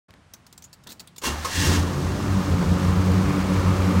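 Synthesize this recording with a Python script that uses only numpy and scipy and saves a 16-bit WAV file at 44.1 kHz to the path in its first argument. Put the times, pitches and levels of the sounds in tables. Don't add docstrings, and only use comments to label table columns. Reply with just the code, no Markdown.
import sys
import numpy as np
from scipy import signal
from scipy.fft import rfft, irfft
from scipy.io import wavfile

SR = 44100
rng = np.random.default_rng(int(sys.argv[2]) if len(sys.argv) > 2 else 0)


def generate_wav(signal):
    frames = np.transpose(np.atleast_2d(signal))
    scaled = np.clip(frames, -1, 1) * 32767
    pcm = np.round(scaled).astype(np.int16)
    wavfile.write(sys.argv[1], SR, pcm)


N = 176400

# f/Hz, gain/dB
AIR_EQ = [(20,-21),(80,1.5),(180,-0.5),(400,-14.5),(1200,-14.5),(9000,-32),(16000,-56)]
# t/s, level/dB, ring f/Hz, relative ring level/dB, scrape length/s
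KEY_CLICKS = [(0.3364,-37.5,6070,-5,.002),(0.466,-45,6600,-14,0.00085),(0.527,-42,5100,-15,0.001),(0.578,-41,7500,-5,0.0011),
              (0.623,-44,6130,-1.5,0.0014),(0.64,-45,6900,5.5,0.012),(0.729,-41.5,4600,-4.5,0.0098),(0.837,-50,6900,-18,.0034),(0.87,-38.5,3600,-0.5,.003),
              (0.891,-39,3860,-3,0.012),(0.905,-32.5,4280,-9,.024),(0.996,-34.5,4400,-7.5,.011),(1.074,-42,3630,-4,0.0012),(1.162,-42.5,3630,-7,0.0032),(1.181,-35,7000,-3.5,0.0024)]
# f/Hz, gain/dB
KEY_EQ = [(100,-4.5),(2500,-6.5),(4200,0),(8000,-2),(10000,-8.5),(15500,-5)]
# t/s, level/dB
LOCK_TICKS = [(.107,-43),(.139,-45.5)]
# t/s, level/dB
COLUMN_BUMPS = [(.085,-53.5),(0.136,-52),(.337,-54),(.865,-44),(.91,-52),(1.003,-48)]
# f/Hz, gain/dB
BUMP_EQ = [(40,-12),(100,0),(200,4),(400,-8),(1500,-10),(16000,-52)]

# t/s, level/dB, relative housing level/dB, crash hold/s
STARTER_HITS = [(1.215,-37.5,-13,0.028),(1.233,-28,-5,0.032),(1.261,-28,-3,0.0098),(1.444,-28,-19,0.0094)]
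# f/Hz, gain/dB
CRASH_EQ = [(80,-11),(200,-8.5),(500,8),(680,-9),(1000,5.5),(1900,-6.5),(6500,-3.5),(11000,-14),(16000,-17)]
# f/Hz, level/dB
HOUSING_MODES = [(899,-2),(1064,-0.5),(1235,-3),(2165,-3.5),(2765,1.5),(2842,-6.5),(3278,-4),(6450,-7)]
# f/Hz, level/dB
PINION_MODES = [(1082,-1.5),(1260,-5),(2164,-16),(5362,-13)]
# t/s, level/dB
GEAR_FADER = [(1.21,-100),(1.25,-28),(1.37,-43),(1.5,-34),(1.57,-26.5),(1.64,-25),(1.74,-26),(1.84,-40.5),(2.2,-41.5)]
# f/Hz, gain/dB
GEAR_EQ = [(200,1.5),(700,-17),(1300,-9),(1600,4),(1800,7.5),(2100,-2),(3600,0.5),(6200,0.5),(8300,-5),(11000,-12.5),(16000,-15.5)]

# t/s, level/dB
WHIRR_FADER = [(1.2,-100),(2.4,-48),(2.55,-47),(3.1,-37.5),(3.28,-51),(3.52,-32.5),(3.7,-44),(3.83,-31.5),(4.0,-38.5)]
# t/s, level/dB
VALVE_FADER = [(1.2,-100),(2.3,-45),(4.0,-37)]
# f/Hz, width/Hz, level/dB
VALVE_BANDS = [(1178,370,1.5),(2304,500,-4)]
# f/Hz, gain/dB
CLATTER_EQ = [(100,-2),(400,0),(1150,6.5),(1500,1),(2400,-6.5),(4300,-11),(6500,-17.5),(12000,-24),(16000,-26)]
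# t/s, level/dB, f/Hz
LOW_THUMPS = [(1.266,-25,243),(1.63,-26,218),(1.673,-20.5,365),(2.475,-24.5,291)]
HARMONIC_DB = [-3,-6,-17.5,-14.5,-18.5,-17]
# t/s, level/dB before SWELL_TRIM_DB, half length/s
BOOM_SWELLS = [(1.37,-32,.1),(1.595,-20,.035),(1.708,-13,.035),(1.79,-17,.05),(2.325,-19,.055),(2.535,-16.5,.035),(2.71,-15.5,.035),
               (2.89,-19,.045),(3.0,-17.5,.035),(3.14,-16.5,.06),(3.58,-18,.035),(3.695,-15.5,.035),(3.82,-18,.06),(3.97,-17.5,.03)]
# t/s, level/dB before SWELL_TRIM_DB
DRONE_SWELLS = [(2.38,-18),(2.61,-20),(2.72,-19),(2.87,-21),(2.96,-20),(3.085,-19),(3.19,-16),(3.3,-21),(3.385,-22),(3.52,-18),(3.68,-21),(3.89,-18),(3.99,-16)]
# f/Hz, gain/dB
PIPE_EQ = [(20,-75),(34,-23),(60,-1.5),(85,1),(120,-19),(150,-2),(168,-10.5),(200,-3),(225,-7.5),(285,-2.5),(325,-12.5),(375,-9),(420,-16),(620,-23),(1200,-24),(4000,-78)]
# t/s, exhaust level/dB, clatter level/dB
ENGINE_FADERS = [(1.2,-100,-100),(1.28,-33,-32.5),(1.42,-44,-38),(1.53,-47,-36),(1.58,-30.5,-40.5),(1.7,-27,-30.5),(1.95,-28,-37),(2.42,-29.5,-35.5),(2.55,-26,-35.5),(4.0,-28,-32.5)]
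# t/s, f/Hz
FIRING_RATE = [(1.25,66.7),(1.55,87.4),(2.0,87.6),(2.2,102),(2.55,88.2),(3.3,93.8),(4.0,91.7)]
CYLINDER_ACCENTS = [0.84,0.59,0.94,0.52,0.88,0.64,0.58,0.66]

SWELL_TRIM_DB = -4


def amp(db):
    return 10 ** (np.asarray(db) / 20)


def unit(x):
    return x / np.sqrt(np.mean(x ** 2) + 1e-20)


def decay(t, t60):
    return amp(-60 * t / t60)


def curve(rows, column=1):
    rows = np.array(rows)
    return np.interp(np.arange(N) / SR, rows[:, 0], rows[:, column])


def add(mix, s, sound):
    part = mix[round(s * SR):][:len(sound)]
    part += sound[:len(part)]


def noise(size=N):
    return rng.standard_normal(size)


def drift(rate_hz):
    rolloff = np.exp(-(np.fft.rfftfreq(N, 1 / SR) / rate_hz) ** 2)
    return unit(irfft(rfft(noise()) * rolloff, N))


def eq(x, points, size=16384):
    hz, db = np.transpose(points)
    log_hz = np.log(abs(np.fft.fftfreq(size, 1 / SR)) + 1)
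    log_gain = np.log(amp(np.interp(log_hz, np.log(hz), db)))
    taps = np.fft.ifft(np.exp(np.conj(signal.hilbert(log_gain)))).real[:size // 2]
    return unit(signal.fftconvolve(x, taps)[:len(x)])


def resonate(x, hz, width_hz):
    pole = np.exp((2j * np.pi * hz - np.pi * width_hz) / SR)
    return unit(signal.lfilter([1], [1, -pole], x).real)


def band(x, hz, width_hz):
    return resonate(resonate(x, hz, width_hz), hz, width_hz)


def release(pulses, fall_s):
    return signal.lfilter([1], [1, -np.exp(-1 / (fall_s * SR))], pulses)


def ringing(modes, t, t60):
    return decay(t, t60) * sum(amp(db) * np.sin(2 * np.pi * (hz * t + rng.random())) for hz, db in modes)


def garage(x, t60=0.69, wet_db=4.5, reflections_per_s=2000, predelay_s=0.004):
    t = np.arange(SR // 2) / SR
    tail = noise(len(t)) * (rng.random(len(t)) < reflections_per_s / SR)
    tail *= decay(t, t60) * (t > predelay_s)
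    return unit(x + amp(wet_db) * signal.fftconvolve(x, tail / np.linalg.norm(tail))[:N])


def room_tone():
    return amp(-55.5) * eq(noise(), AIR_EQ)


def keys(hits_per_s=830):
    out, t = np.zeros(N), np.arange(SR // 4) / SR
    envelope = decay(t, t60=0.035) + amp(-22) * decay(t, t60=0.25)
    for s, db, hz, ring_db, length in KEY_CLICKS:
        hits = noise(len(t)) * (rng.random(len(t)) < hits_per_s / SR) * (t < length)
        hits[0] = 1
        ring = amp(ring_db) * decay(t, t60=0.067) * resonate(noise(len(t)), hz, width_hz=350)
        click = envelope * eq(noise(len(t)), KEY_EQ)
        scrape = signal.fftconvolve(hits / np.linalg.norm(hits), click)[:len(t)]
        add(out, s, amp(db) * (scrape + ring))
    return out


def ignition_lock():
    out, t = np.zeros(N), np.arange(SR // 4) / SR
    for s, db in LOCK_TICKS:
        add(out, s, amp(db) * decay(t, t60=0.013) * resonate(noise(len(t)), hz=2000, width_hz=970))
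    for s, db in COLUMN_BUMPS:
        add(out, s, amp(db) * decay(t, t60=0.32) * eq(noise(len(t)), BUMP_EQ))
    return out


def starter_clanks(attack_s=0.0054, kick_out_s=1.447, clang_attack_s=0.011):
    out, t = np.zeros(N), np.arange(SR // 2) / SR
    for s, db, housing_db, hold in STARTER_HITS:
        crash = decay(np.maximum(t - hold, 0), t60=0.15) * eq(noise(len(t)), CRASH_EQ)
        housing = amp(housing_db) * ringing(HOUSING_MODES, t, t60=0.24)
        add(out, s, amp(db) * np.minimum(t / attack_s, 1) * (crash + housing))
    clang = np.minimum(t / clang_attack_s, 1) * ringing(PINION_MODES, t, t60=0.089)
    add(out, kick_out_s, amp(-14.5) * clang)
    return out


def starter_gear(grit_db=1.03, ring_db=-9.5):
    rasp = eq(noise() * amp(grit_db * drift(rate_hz=90)), GEAR_EQ)
    ring = unit(sum(amp(db) * resonate(noise(), hz, width_hz=19) for hz, db in HOUSING_MODES))
    return amp(curve(GEAR_FADER)) * unit(rasp + amp(ring_db) * ring)


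def bay_whirr():
    whirr = unit(sum(band(noise(), hz, width_hz=64) for hz in (474, 552)))
    return amp(curve(WHIRR_FADER)) * whirr


def valves(pulses, spread_db=2):
    envelope = release(pulses * amp(spread_db * noise()), fall_s=0.0017)
    taps = sum(amp(db) * band(envelope * noise(), hz, width) for hz, width, db in VALVE_BANDS)
    return amp(curve(VALVE_FADER)) * garage(taps)


def clatter(throb, steady=5.5):
    return amp(curve(ENGINE_FADERS, column=2)) * eq((steady + throb) * noise(), CLATTER_EQ)


def thumps(attack_s=0.0052, rasp_db=-8):
    out, t = np.zeros(N), np.arange(SR // 4) / SR
    envelope = np.minimum(t / attack_s, 1) * decay(t, t60=0.22)
    for s, db, hz in LOW_THUMPS:
        rasp = amp(rasp_db) * band(noise(len(t)), hz, width_hz=280)
        add(out, s, amp(db) * envelope * (np.sin(2 * np.pi * hz * t) + rasp))
    return out


def lope(firings, waver_depth=0.17, waver_rad=0.33, drone_half_s=0.033):
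    out, t = np.zeros(N), np.arange(N) / SR
    levels = amp(HARMONIC_DB)[:, None] * amp(curve(ENGINE_FADERS))
    for s, db, half_s in BOOM_SWELLS:
        levels[0] += amp(db + SWELL_TRIM_DB) * np.exp(-((t - s) / half_s) ** 2)
    for s, db in DRONE_SWELLS:
        levels[1] += amp(db + SWELL_TRIM_DB) * np.exp(-((t - s) / drone_half_s) ** 2)
    for k, level in enumerate(levels, 1):
        flutter = 1 + waver_depth * drift(rate_hz=34)
        phase = 2 * np.pi * k * firings + np.sqrt(k) * waver_rad * drift(rate_hz=22)
        out += np.sqrt(2) * level * flutter * np.sin(phase)
    return out


def exhaust(pulses, throb, puff_db=6.5, muffler_db=-7):
    gas = unit(pulses) + amp(puff_db) * unit(throb * noise())
    pipe = eq(garage(gas), PIPE_EQ)
    muffler = resonate(eq(gas, PIPE_EQ), hz=143.8, width_hz=15)
    return amp(curve(ENGINE_FADERS)) * (pipe + amp(muffler_db) * muffler)


def engine(jitter_s=0.0013, unevenness=0.4):
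    firings = np.cumsum(curve(FIRING_RATE)) / SR
    onsets = np.flatnonzero(np.diff(np.floor(firings)))
    timing, force = rng.uniform(-1, 1, (len(onsets), 2)).T
    onsets = np.clip(onsets + (jitter_s * SR * timing).astype(int), 0, N - 1)
    pulses = np.zeros(N)
    pulses[onsets] = np.resize(CYLINDER_ACCENTS, len(onsets)) * (1 + unevenness * force)
    throb = unit(release(pulses, fall_s=0.0045))
    return exhaust(pulses, throb) + clatter(throb) + lope(firings) + bay_whirr() + valves(pulses)


def scene():
    lead_in = keys() + ignition_lock() + starter_clanks() + starter_gear()
    return (lead_in + thumps() + engine() + room_tone())[None]


def record(dry, start_s=0.0824, fade_s=0.007, high_cut_hz=15950):
    fade_in = np.clip((np.arange(N) / SR - start_s) / fade_s, 0, 1)
    high_cut = signal.firwin(511, high_cut_hz, window=("kaiser", 9), fs=SR)
    return signal.oaconvolve(dry * fade_in, high_cut[None], "same")


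dry = scene()
out = record(dry)
generate_wav(out)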